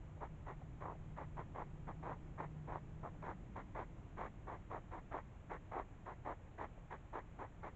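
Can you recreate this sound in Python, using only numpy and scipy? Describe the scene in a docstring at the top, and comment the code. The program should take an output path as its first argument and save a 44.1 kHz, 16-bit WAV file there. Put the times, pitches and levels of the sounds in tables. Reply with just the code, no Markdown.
"""Hedgehog huffing in a night garden

Close to the microphone a hedgehog huffs at another, three or four snorts a second. Each is a puff of
air hissing through the nose; the harder it blows, the more the soft nostrils flap in uneven pops.
Leaves stir under its feet, far traffic rumbles and drones, and a small outdoor camera adds its hiss."""
import sys
import numpy as np
from scipy import signal
from scipy.fft import rfft, irfft
from scipy.io import wavfile
from scipy.ndimage import uniform_filter1d

SR = 44100
rng = np.random.default_rng(int(sys.argv[2]) if len(sys.argv) > 2 else 0)


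def master(y):
    """Save y as 16-bit WAV."""
    cut = np.clip(np.atleast_2d(y).T, -1, 1)
    pcm = np.round(cut * 32767)  # scale
    wavfile.write(sys.argv[1], SR, pcm.astype(np.int16))


N = 341775
TIME = np.arange(N) / SR


# Close up: a nostril pop, air in the snout, the nasal hiss. Each (frequency [Hz], relative level [dB])
POP_SPECTRUM = [(120, -29), (230, -11.5), (330, -2), (430, -1.5), (560, -3), (730, 1.5), (930, 2),
                (1080, -0.5), (1300, -10.5), (1600, -21.5), (2100, -24.5), (2800, -46.5), (5000, -76.5)]
SNOUT_SPECTRUM = [(150, -21), (300, -5.5), (550, -3), (780, -2), (950, 1), (1100, -2), (1300, -10),
                  (1600, -23.5), (2500, -41), (5000, -69)]
NOSE_SPECTRUM = [(700, -29.5), (1300, 0), (1600, 1), (1950, -1), (2250, -6), (2550, -15), (2800, -20.5),
                 (3300, -20.5), (3900, -26.5), (4800, -40.5), (7000, -32), (9000, -62.5)]

def hedgehog_snorts(flap_from_db=-50.0, steady_from_db=-36.0, uneven_db=12.0):
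    """Gentle blowing is plain rushing air; strong blowing sets the nostrils flapping."""
    blow, hiss = huff_airflow()
    # at full force every flap swings wide, so the slaps become alike
    spread_db = uneven_db / (1 + (blow / from_db(steady_from_db)) ** 4)
    slaps = nostril_flaps(flap_hz=319.8, jitter=.3, spread_db=spread_db)
    pops = evened(coloured(slaps, POP_SPECTRUM), span_s=0.018)
    air = evened(noise(SNOUT_SPECTRUM), span_s=0.0051)
    flap_share = blow ** 2 / (blow ** 2 + from_db(flap_from_db) ** 2)
    snort = blow * (np.sqrt(flap_share) * pops + np.sqrt(1 - flap_share) * air)
    nasal = hiss * rms_one(noise(NOSE_SPECTRUM) * from_db(2.0 * drift(400)))
    return snort + nasal


# The huffs, near the microphone; the crest lies between the end of the attack (0) and the release (1).
# (time [s], length [s], blow level [dB], hiss level [dB], crest position [0-1])
HUFFS = [(0.202, 0.074, -48, -62, 0.5), (0.461, 0.078, -48.5, -59.5, 0.45),
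         (0.803, 0.06, -47.5, -60.5, 0.56), (0.847, 0.031, -38, -69, 0.5), (0.856, 0.089, -47, -66.5, 0.5),
         (1.162, 0.093, -48.5, -60.5, 0.54), (1.364, 0.07, -47, -60, 0.54), (1.544, 0.1, -45, -60, 0.95),
         (1.869, 0.062, -48, -62.5, 0.55), (2.025, 0.126, -44.5, -59, 0.7),
         (2.375, 0.092, -45.5, -58.5, 0.43), (2.672, 0.12, -44.5, -60.0, 0.88),
         (3.028, 0.071, -46, -63.0, 0.07), (3.22, 0.12, -46, -58.5, 0.8),
         (3.553, 0.073, -47.5, -57.5, 0.02), (3.745, 0.1, -44, -55, 0.48), (4.167, 0.12, -45, -56.5, 0.36),
         (4.466, 0.11, -47.5, -61, 0.2), (4.699, 0.1, -46, -59.5, 0.26), (4.91, 0.095, -48.5, -60, 0.19),
         (5.111, 0.1, -43.5, -57.5, 0.36), (5.494, 0.087, -47.5, -57, 0.03),
         (5.712, 0.12, -43, -57.0, 0.88), (6.056, 0.087, -48, -59.5, 0.26), (6.247, 0.099, -43, -57, 0.33),
         (6.578, 0.092, -45, -56, 0.73), (6.902, 0.068, -47, -56.5, 0.5), (7.126, 0.086, -45, -56.5, 0.56),
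         (7.384, 0.085, -46.5, -60, 0.64), (7.625, 0.079, -47, -58, 0)]
# Blow and hiss against their crest: (start [dB], after attack [dB], before release [dB], end [dB])
BLOW_SHAPE_DB = (-22, -5, -4, -20)
HISS_SHAPE_DB = (-16.5, -3, -3, -19)

def huff_airflow(attack_s=0.0074, release_s=.02):
    """Each breath opens fast, swells, sags and closes more slowly: gains of the blow and its hiss."""
    gains = np.zeros((2, N))
    for start, length, blow_db, hiss_db, crest in HUFFS:
        end = start + length
        opened, closing = start + attack_s, end - release_s
        moments = [start, opened, opened + crest * (closing - opened), closing, end]
        during = (TIME >= start) & (TIME <= end)
        for gain, db, shape in zip(gains, (blow_db, hiss_db), (BLOW_SHAPE_DB, HISS_SHAPE_DB)):
            first, risen, sagged, last = shape
            level = db + np.interp(TIME[during], moments, [first, risen, 0, sagged, last])
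            gain[during] = np.maximum(gain[during], from_db(level))
    # moving air takes a moment to start and stop
    return uniform_filter1d(gains, int(.003 * SR))


def nostril_flaps(flap_hz, jitter, spread_db):
    """The nostrils slap shut at uneven intervals, some slaps far harder than others."""
    timing, force = rng.standard_normal((5000, 2)).T
    gaps_s = np.exp(jitter * timing) / flap_hz
    at = (np.cumsum(gaps_s) * SR).astype(int)
    at, force = at[at < N], np.tanh(force[at < N])
    slaps = np.zeros(N)
    slaps[at] = from_db(spread_db[at] * force)
    return slaps


# Sharp snaps within the strong huffs, close up: (time [s], relative level [dB])
SNAPS = [(0.23, -30), (0.857, -31), (1.184, -32), (2.072, -31), (2.402, -29), (3.291, -31), (3.775, -31),
         (4.745, -30), (5.162, -32), (5.516, -31), (5.745, -36), (5.766, -28), (6.287, -32), (6.613, -30),
         (7.155, -27.5)]

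def nostril_snaps(gain_db=20.5, rebound_s=0.00234, rebound_db=1.0):
    """A nostril sticks, snaps open and rebounds, ringing like the other pops."""
    slaps = np.zeros(N)
    for time, db in SNAPS:
        slaps[round(time * SR)] = from_db(db)
        slaps[round((time + rebound_s) * SR)] = from_db(db + rebound_db)
    return from_db(gain_db) * coloured(slaps, POP_SPECTRUM)


# The breathy ring of narrowing nostrils, faint even nearby: (frequency [Hz], relative level [dB])
RING_SPECTRUM = [(1000, -35.5), (1600, -15), (1800, -2), (1950, -1), (2120, -4.5), (2500, -23), (4000, -45)]

def nostril_ring(gain_db=-10.5, before_end_s=.008, width_s=.013):
    """The last air of each huff rings as it leaves through the closing nostrils."""
    swell = np.zeros(N)
    for start, length, _, hiss_db, _ in HUFFS:
        offset = (TIME - start - length + before_end_s) / width_s
        swell += from_db(hiss_db) * np.exp(-np.minimum(offset ** 2, 20))
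    return from_db(gain_db) * swell * noise(RING_SPECTRUM)


def breath_puffs(gain_db=-50.5, width_s=0.0041, delay_s=0.0044):
    """The sudden start of each huff pushes out one soft swing of pressure."""
    pressure = np.zeros(N)
    for start, *_ in HUFFS:
        age = (TIME - start - delay_s) / width_s
        near = np.abs(age) < 10
        pressure[near] -= 2 * age[near] * np.exp(-age[near] ** 2)
    return from_db(gain_db) * pressure


# Feet in dry leaves on the garden floor, nearby: (time [s], relative level [dB])
LEAF_STEPS = [(0.174, -51), (0.618, -45.5), (0.952, -48), (2.162, -48.5), (3.149, -53), (6.779, -52.5)]

def leaf_steps(gain_db=-8.5, swell_s=0.0033):
    """Each step presses a brief, dull crunch out of the leaves."""
    press = np.zeros(N)
    for time, db in LEAF_STEPS:
        age = np.clip((TIME - time) / swell_s + 1, 0, 20)
        press += from_db(db) * age * np.exp(1 - age)
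    crunch = noise([(200, -12.5), (600, 14.5), (1100, -0.5), (2200, -25.0), (4500, -47)])
    return from_db(gain_db) * press * crunch


# One engine, far beyond the garden: (time [s], pitch [Hz], relative level [dB])
ENGINE_COURSE = [(0, 153, -61.5), (.95, 157, -59), (1.35, 151, -58), (1.9, 156.5, -58.5), (2.2, 154, -61.5),
                 (2.4, 153, -55.5), (2.85, 149.5, -55), (3.2, 160, -61.5), (3.8, 167, -73.5)]

def far_engine(drone_db=0.8, boom_db=-8.0, waver_hz=1.2, throb_db=2.5):
    """An engine's wavering drone and its exhaust boom swell and fade together."""
    pitch, level = in_time(ENGINE_COURSE)
    phase = 2 * np.pi * np.cumsum(pitch + waver_hz * drift(25)) / SR
    drone = rms_one(np.sin(phase) * from_db(throb_db * drift(23)))
    boom = noise([(70, -29.5), (110, -6.5), (135, 4), (165, 1), (190, -13), (260, -16.5), (400, -53.5)])
    return from_db(level) * (from_db(drone_db) * drone + from_db(boom_db) * boom)


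# Tyre roar from a distant road: (time [s], relative level [dB])
ROAR_SWELL = [(0, -66.5), (.7, -66), (1.05, -63), (2.6, -61.5), (3.7, -62), (4.6, -65), (7.2, -70.5),
              (7.75, -67.5)]
# Rumble and roar as they reach the garden. Each (frequency [Hz], relative level [dB])
RUMBLE_SPECTRUM = [(12, -10), (25, 2), (45, 3), (72, -2.5), (95, 1), (130, -3), (170, -11.5), (240, -19),
                   (500, -61)]
ROAR_SPECTRUM = [(90, -15), (140, -2.5), (190, -2.5), (240, -9.5), (300, -5.5), (380, -13), (600, -25),
                 (1500, -54.5)]

def far_traffic(roar_gain_db=2.5, mean_rumble_db=-54.5, follow_share=.15, fade_db_per_s=.4):
    """Tyre roar swells and recedes; the low rumble follows it a little and slowly retreats."""
    swell_db, = in_time(ROAR_SWELL)
    rumble_db = mean_rumble_db + follow_share * (swell_db - swell_db.mean())
    rumble_db -= fade_db_per_s * (TIME - TIME.mean())
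    rumble = from_db(rumble_db) * evened(noise(RUMBLE_SPECTRUM), span_s=0.28)
    roar = from_db(swell_db + roar_gain_db) * noise(ROAR_SPECTRUM)
    return rumble + roar


# The noise floor at the microphone: (frequency [Hz], relative level [dB])
HISS_SPECTRUM = [(100, 1.5), (350, 1), (700, 1.5), (1000, -1.5), (1500, -7), (2400, -11), (3200, -17),
                 (4000, -25), (4700, -35.5), (5300, -34), (6200, -25.5), (7100, -20.5), (7600, -24),
                 (8200, -38.5)]

def night_hiss(level_db=-66):
    """Still night air and the microphone's own noise make one steady hiss."""
    return from_db(level_db) * noise(HISS_SPECTRUM)


def from_db(db):
    """Decibels to gain."""
    return 10 ** (np.asarray(db) / 20)


def rms_one(x):
    """Scale to unit power."""
    return x / np.sqrt(np.mean(x ** 2) + 1e-20)


def in_time(rows):
    """Each column of a curve at every sample."""
    times, *columns = np.transpose(rows)
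    return [np.interp(TIME, times, column) for column in columns]


def coloured(x, spectrum, size=8192):
    """Causal (minimum-phase) filter shaped by rows of (frequency [Hz], gain [dB])."""
    hz, db = np.transpose(spectrum)
    grid_hz = np.maximum(np.arange(size // 2 + 1) * SR / size, 1)
    gain = from_db(np.interp(np.log(grid_hz), np.log(hz), db))
    cepstrum = irfft(np.log(gain))
    cepstrum[1:size // 2] *= 2
    cepstrum[size // 2 + 1:] = 0
    impulse = irfft(np.exp(rfft(cepstrum)))
    return signal.fftconvolve(x, impulse)[:N]


def noise(spectrum):
    """Steady noise of one colour; rms 1."""
    return rms_one(coloured(rng.standard_normal(N), spectrum))


def evened(x, span_s):
    """Hold the power near 1 over a short span, keeping the finer grain."""
    x, width = rms_one(x), max(int(span_s * SR), 2)
    power = uniform_filter1d(uniform_filter1d(x ** 2, width), width)
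    return x / np.sqrt(np.maximum(power, 0) + 1e-3)


def drift(rate_hz):
    """A line wandering between random values; rms 1."""
    knots = rng.standard_normal(int(N / SR * rate_hz) + 2)
    return rms_one(np.interp(TIME * rate_hz, np.arange(len(knots)), knots))


def scene():
    """One microphone in the garden: the hedgehog close by on open ground, the road far behind."""
    hedgehog = hedgehog_snorts() + nostril_snaps() + nostril_ring() + breath_puffs() + leaf_steps()
    return (hedgehog + far_engine() + far_traffic() + night_hiss())[None]


def record(dry, cutoff_hz=7900):
    """The small camera cuts the treble off steeply."""
    return signal.sosfilt(signal.ellip(10, .2, 70, cutoff_hz, fs=SR, output="sos"), dry)


dry = scene()
out = record(dry)
master(out)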